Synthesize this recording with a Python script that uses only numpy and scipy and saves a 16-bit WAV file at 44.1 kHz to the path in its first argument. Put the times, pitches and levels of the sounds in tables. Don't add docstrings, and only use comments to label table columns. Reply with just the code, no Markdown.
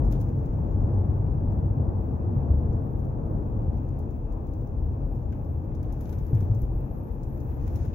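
import sys
import numpy as np
from scipy import signal
from scipy.fft import rfft, irfft, next_fast_len
from scipy.io import wavfile
from scipy.ndimage import uniform_filter1d

SR = 44100
rng = np.random.default_rng(int(sys.argv[2]) if len(sys.argv) > 2 else 0)


def waveform_to_disk(signal):
    frames = np.transpose(np.atleast_2d(signal))
    scaled = np.clip(frames, -1, 1) * 32767
    samples = np.round(scaled).astype(np.int16)
    wavfile.write(sys.argv[1], SR, samples)


def boost(x):
    u = np.asarray(x, float) / 20
    return 10 ** u


N = 350154
SMOOTH_FROM_S = 3.78


def line(table, hz):
    f, v = np.transpose(table)
    return np.interp(np.log(hz), np.log(f), v)


def curve(table):
    s, value = np.transpose(table)
    return np.interp(np.arange(N) / SR, s, value)


def unit(x):
    return x / np.sqrt(np.mean(x ** 2))


def band(x, hz, width):
    edges = np.clip([hz - width / 2, hz + width / 2], 20, .49 * SR)
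    return signal.sosfilt(signal.butter(2, edges, "band", fs=SR, output="sos"), x)


def walk(rate):
    k = int(SR / rate)
    steps = np.repeat(rng.standard_normal(N // 100), k)[:N]
    return unit(uniform_filter1d(uniform_filter1d(steps, k), k))


def add(out, s, sound):
    i = int(s * SR)
    out[:, i:i + sound.shape[-1]] += sound[..., :N - i]


def fade(t, t60):
    return boost(-60 * t / t60)


def spectrum_hz(size):
    return np.maximum(np.arange(size // 2 + 1) * SR / size, 1)


def colour(x, left, right):
    size = next_fast_len(N + SR)
    hz = spectrum_hz(size)
    gain = boost(np.array([line(left, hz), line(right, hz)]))
    return irfft(rfft(x, size) * gain, size)[:, :N]


def road():
    # t/s, level/dB
    bumpiness = [(0.0, -21), (0.11, -29), (0.28, -32.5), (0.7, -27.5), (1.8, -27.5), (2.42, -29.5),
                 (2.6, -26), (2.9, -35), (3.4, -28.5), (4.0, -31.5), (4.25, -37), (4.9, -28.5), (5.9, -29),
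                 (6.21, -34), (6.4, -23), (7.0, -34.5), (7.45, -31), (7.85, -27)]
    centres = (42, 82, 150, 420)
    # level on coarse asphalt/dB, change on smooth asphalt/dB, share of bumpiness/0-1
    regions = [
        (-35.5, -2, 0),
        (-31.5, -0.5, 0.7),
        (-33.5, -5, 0.2),
        (-39, -3, .05),
    ]
    # f/Hz, level/dB per Hz
    cabin = [(12, -40), (20, -8.5), (31, -5.5), (80, 5.5), (129, -2), (177, -12.5), (325, -14),
             (384, -19.5), (474, -22.5), (677, -29.5), (835, -32), (1140, -38.5), (1350, -45.5),
             (3000, -80.5), (3900, -100), (6600, -120)]
    # f/Hz, width/Hz, lift/dB
    body = [(39.6, 22, 15), (56.7, 15, 1), (69.6, 6, 1.5), (97, 2, 6.5), (133, 5.4, 8.5), (164, 21, 4),
            (205.7, 1.8, 11), (226, 6.6, 3), (314, 76, -1.5), (379, 33, -5), (872, 150, 2.5)]
    # f/Hz, likeness/-1 to 1
    likeness = [(60, 0.93), (170, 0.94), (340, 0.69), (520, .35), (800, 0.18), (1050, -0.42), (1400, -.42),
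                (1800, 0.29), (3000, -1.5)]
    # f/Hz, left minus right/dB
    leaning = [(60, 5), (110, -0.5), (200, 5), (380, 3), (700, 2.5), (1290, 2.5), (2380, 8.5), (4400, 10.5),
               (8120, 9), (15000, 2.5)]

    size = next_fast_len(N)
    hz = spectrum_hz(size)
    db = line(cabin, hz) + sum(lift / (1 + (2 * (hz - f) / w) ** 2) for f, w, lift in body)
    like = np.clip(line(likeness, hz), -.99, .99)
    lean = line(leaning, hz) / 2
    mid, side = rfft(rng.standard_normal((2, size))) * boost(db)
    mid, side = mid * np.sqrt(1 + like), side * np.sqrt(1 - like)
    ears = np.array([(mid + side) * boost(lean), (mid - side) * boost(-lean)])

    since_smooth = np.arange(N) / SR - SMOOTH_FROM_S
    smooth = .5 + .5 * np.tanh(since_smooth / 0.14)
    slowing_db = -0.19 * since_smooth
    uneven_db = curve(bumpiness) + 30
    out = 0
    for region, (coarse_db, drop_db, share) in zip(np.eye(4), regions):
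        level_db = coarse_db + drop_db * smooth + share * uneven_db + slowing_db
        part = irfft(ears * line(list(zip(centres, region)), hz), size)[:, :N]
        out = out + part / np.std(part.mean(axis=0)) * boost(level_db + 0.71 * walk(11))
    return out


def barrier():
    smooth = 1. * (np.arange(N) / SR > SMOOTH_FROM_S)
    db = -88 - 4 * uniform_filter1d(smooth, SR // 5) + 3.1 * walk(3)
    tyre_hiss = unit(band(rng.standard_normal((2, N)), 2900, 960))
    return tyre_hiss * boost(db + np.array([[3.0], [-3.0]]))


def hiss():
    # f/Hz, level/dB per Hz
    hiss_left = [(1800, -114), (2150, -112), (2620, -101), (2760, -113), (4600, -121), (6200, -113),
                 (6900, -114), (7300, -128), (9500, -129), (11000, -121), (12800, -118), (13300, -114),
                 (15700, -112), (15950, -150)]
    hiss_right = [(1800, -116), (3000, -118), (4600, -124), (7000, -128), (9500, -129), (11000, -123),
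                  (15700, -124), (15950, -150)]
    return colour(rng.standard_normal((2, N)), hiss_left, hiss_right) * np.sqrt(SR / 2)


def rustle():
    # t/s, level/dB
    shake = [(0.0, -4), (.13, -5), (0.5, -6), (1.55, -18.5), (1.85, -29.5), (2.15, -14.5), (3.6, -33),
             (3.85, -15), (4.5, -27), (5.7, -20), (6.02, -0.5), (6.23, -5), (6.48, -3), (6.7, -14),
             (7.3, -10.5), (7.6, -1.5), (7.83, 6.5), (7.94, 0)]
    # f/Hz, width/Hz, level/dB, share of the shake/0-1
    panels = [
        (2160, 1300, -68.5, 0.38),
        (6000, 10000, -70, .95),
    ]
    shake_db = curve(shake)
    out = np.zeros((2, N))
    for hz, width, db, share in panels:
        rub = unit(band(rng.standard_normal((2, N)), hz, width))
        out += rub * boost(db + share * shake_db + 1.5 * walk(60))
    return out


def joints():
    # t/s, peak/dB, ring f/Hz, time to fade by 60 dB/s
    thumps = [(.045, -18, 48.3, 0.65), (0.339, -23, 135, 0.62), (0.489, -20, 46.2, 0.37),
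              (.9, -20, 97, 0.8), (1.763, -22.5, 133, 0.39), (2.36, -19.5, 133, 1),
              (2.504, -14, 73.8, 0.38), (2.746, -15.5, 67, 0.084), (5.032, -27.5, 41.7, 0.94),
              (5.9, -30.5, 42, 0.53), (7.621, -22, 45.4, 0.83), (7.8, -29.5, 118.8, 0.76),
              (6.307, -30.5, 438, 0.077), (6.314, -25, 270, 0.054), (6.331, -13, 124.3, 0.18),
              (6.348, -14.5, 108.4, .45), (6.406, -13.5, 95.8, 0.13), (6.425, -17, 103.5, 0.14),
              (6.499, -12.5, 104.5, 0.32), (6.551, -26, 120.1, 0.94), (6.628, -21, 48.5, 0.39),
              (6.75, -18, 47.4, 0.33)]
    out, t = np.zeros((2, N)), np.arange(SR) / SR
    for s, db, hz, t60 in thumps:
        ring = np.sin(2 * np.pi * hz * t) * fade(t, t60) * (1 - np.exp(-t / 0.0012))
        add(out, s, boost(db + np.array([[1.0], [-1.0]])) * ring)
    return out


def ticks():
    # t/s, peak/dB, bright share/dB, dull share/dB
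    dashboard = [(0.0493, -61, -8, -10), (0.1134, -58, -3.5, -1), (0.1234, -51, -5.5, 5),
                 (0.155, -66, -19, 13), (0.201, -60, -8, -6), (0.2118, -55, -6.5, -4),
                 (0.389, -67, -7, -0.5), (0.4573, -62.5, -8, -6), (3.9888, -62.5, -3, -8),
                 (4.3231, -64, -7, -10), (4.4682, -65, -11, -6), (4.5347, -62.5, -9, -12),
                 (5.7496, -59, -14, -8), (5.829, -60.5, -7, -13), (5.9238, -57.5, -4, -10),
                 (6.0082, -58, -2, 4), (6.0553, -59, -15, 7), (6.093, -57, -6, 5.5), (6.1263, -55, -9, 3),
                 (6.186, -59.5, -9, -19), (6.2658, -62, -3, -14), (6.3483, -60, -7.5, -7),
                 (6.4058, -57.5, -8, 2), (6.546, -59.5, -5.5, -12), (6.618, -61.5, 3, -20),
                 (7.232, -59, -20, -19), (7.4019, -62.5, -6, -9), (7.6765, -56, -7, 1),
                 (7.7578, -52.5, -5, 1), (7.851, -59, -6, 5)]
    # t/s, peak/dB, left minus right/dB
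    holder = [(0.287, -63, -1), (0.7183, -71, 15), (0.8081, -76, 12), (0.9388, -69.5, 9), (1.519, -67, 5),
              (2.2235, -76, 11.5), (2.7275, -73.5, 26), (2.993, -68, 4), (3.045, -69, 2), (3.629, -70, 5),
              (3.7319, -71, 3.5), (3.771, -71, 19), (3.8871, -66.5, 5), (4.1063, -67, 8), (4.6099, -68, 2),
              (4.671, -67.5, 4.5), (5.152, -68.5, 7), (5.2275, -73, 12.5), (5.3239, -65.5, 10),
              (5.444, -68, 5), (7.0835, -70, 4), (7.3068, -76, 16), (7.3721, -71, 17), (7.669, -66, 14)]
    snaps = [(s, db, bright_db, dull_db, 4) for s, db, bright_db, dull_db in dashboard]
    snaps += [(s, db, -8, -4.5, pan_db) for s, db, pan_db in holder]

    out, t = np.zeros((2, N)), np.arange(SR // 8) / SR
    shape = fade(t, .035) + boost(-10) * fade(t, .22)
    bands = [(6260, 5100), (2700, 2600), (14800, 6000)]
    plastic = [unit(band(rng.standard_normal((2, N)), hz, width)) for hz, width in bands]
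    starts = rng.integers(0, N - len(t), len(snaps))
    for (s, db, bright_db, dull_db, pan_db), i in zip(snaps, starts):
        middle, dull, bright = [part[:, i:i + len(t)] for part in plastic]
        sides = boost(np.array([[pan_db - 12.5], [10 - pan_db]]) / 2)
        body = middle + boost(dull_db - 5.5) * dull
        add(out, s, boost(db) * shape * (sides * body + boost(bright_db + 10) * bright))
    return out


def trim():
    # f/Hz, level/dB
    port_left = [(1500, 8.5), (2100, -0.5), (2600, 0.5), (2800, -4.5), (4300, -2.5), (6400, 5.5), (7000, 2),
                 (7500, -16), (8700, -25), (9800, -9.5), (11000, -2.5), (13400, -14.5), (15300, -1.5),
                 (15900, -29)]
    port_right = [(1500, 2), (2200, -16.5), (3500, -5.5), (4500, -14), (8000, -11), (9100, -14), (11400, 1),
                  (13500, -11), (15600, -2), (16700, -28.5)]
    return colour(rustle() + ticks(), port_left, port_right)


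def knocks():
    # t/s, peak/dB, ring f/Hz
    hits = [(0.135, -60, 2900), (.123, -68, 2110), (5.323, -49, 1510), (5.715, -60, 1530),
            (5.84, -65, 2280), (5.901, -61, 1900), (6.131, -54, 1480), (6.177, -58, 1560),
            (6.322, -40, 382), (6.371, -53, 1725), (6.423, -59, 2300), (7.231, -62, 5920),
            (7.934, -50, 2630)]
    out, t = np.zeros((2, N)), np.arange(SR // 8) / SR
    shape = fade(t, 0.044) + boost(-14.5) * fade(t, 0.38)
    shape = shape * (1 - np.exp(-t / .003))
    for s, db, hz in hits:
        ring = np.sin(2 * np.pi * hz * t) * fade(t, .06)
        noise = unit(band(rng.standard_normal((2, len(t))), 1.25 * hz, .8 * hz))
        add(out, s, boost(db + np.array([[3.0], [-4.0]])) * (ring + 0.6 * noise) * shape)
    return out


def seal():
    # f/Hz, width/Hz
    modes = [
        (12250, 1150),
        (13500, 2000),
        (15450, 800),
    ]
    # t/s, length/s, level/dB
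    squeaks = [
        [(5.994, .47, -67), (6.58, .07, -66.5), (6.72, 0.46, -68.5), (7.257, .37, -68), (7.707, 0.076, -66)],
        [(2.32, .1, -76.5), (2.736, 0.37, -74.5), (3.24, .2, -78), (5.043, 0.21, -76), (5.293, 0.38, -74),
         (6.0, .45, -73), (6.7, .9, -83)],
        [(.2, .55, -75), (.92, .08, -83), (1.1, 0.11, -76), (1.248, .2, -77.5), (1.5, 0.3, -77),
         (1.904, .27, -74), (2.5, .15, -74), (3.44, .22, -76), (3.75, 0.12, -75.5), (3.95, .08, -82),
         (4.1, .12, -76), (4.3, .4, -75.5), (4.8, .27, -75), (5.703, 0.92, -78), (6.55, .3, -77.5),
         (6.9, .08, -87), (7.154, .1, -75), (7.35, 0.79, -73)],
    ]
    out = np.zeros((2, N))
    for (hz, width), spells in zip(modes, squeaks):
        load = np.zeros(N)
        for s, length, db in spells:
            load[int(s * SR):int((s + length) * SR)] += boost(db)
        load = uniform_filter1d(load, SR // 16)
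        slip = .5 + .5 * np.tanh(4.0 * (walk(130) + .5))
        rub = band(band(rng.standard_normal(N), hz, width), hz, 1.3 * width)
        out[0] += unit(rub * (boost(-6.5) + slip)) * load * boost(1.2 * walk(13))
    return out


def scene():
    return road() + barrier() + hiss() + joints() + trim() + knocks() + seal()


def top_cut(x):
    return signal.sosfilt(signal.butter(12, 16510, fs=SR, output="sos"), x)


def record(dry):
    opening = 1 - np.exp(-np.arange(N) / SR / .00015)
    click = boost(-36) * (np.arange(N) == 1)
    treble_cut = signal.ellip(7, .3, 30, 15850, fs=SR, output="sos")
    mix = signal.sosfilt(treble_cut, dry * opening + click)
    return top_cut(mix)


dry = scene()
out = record(dry)
waveform_to_disk(out)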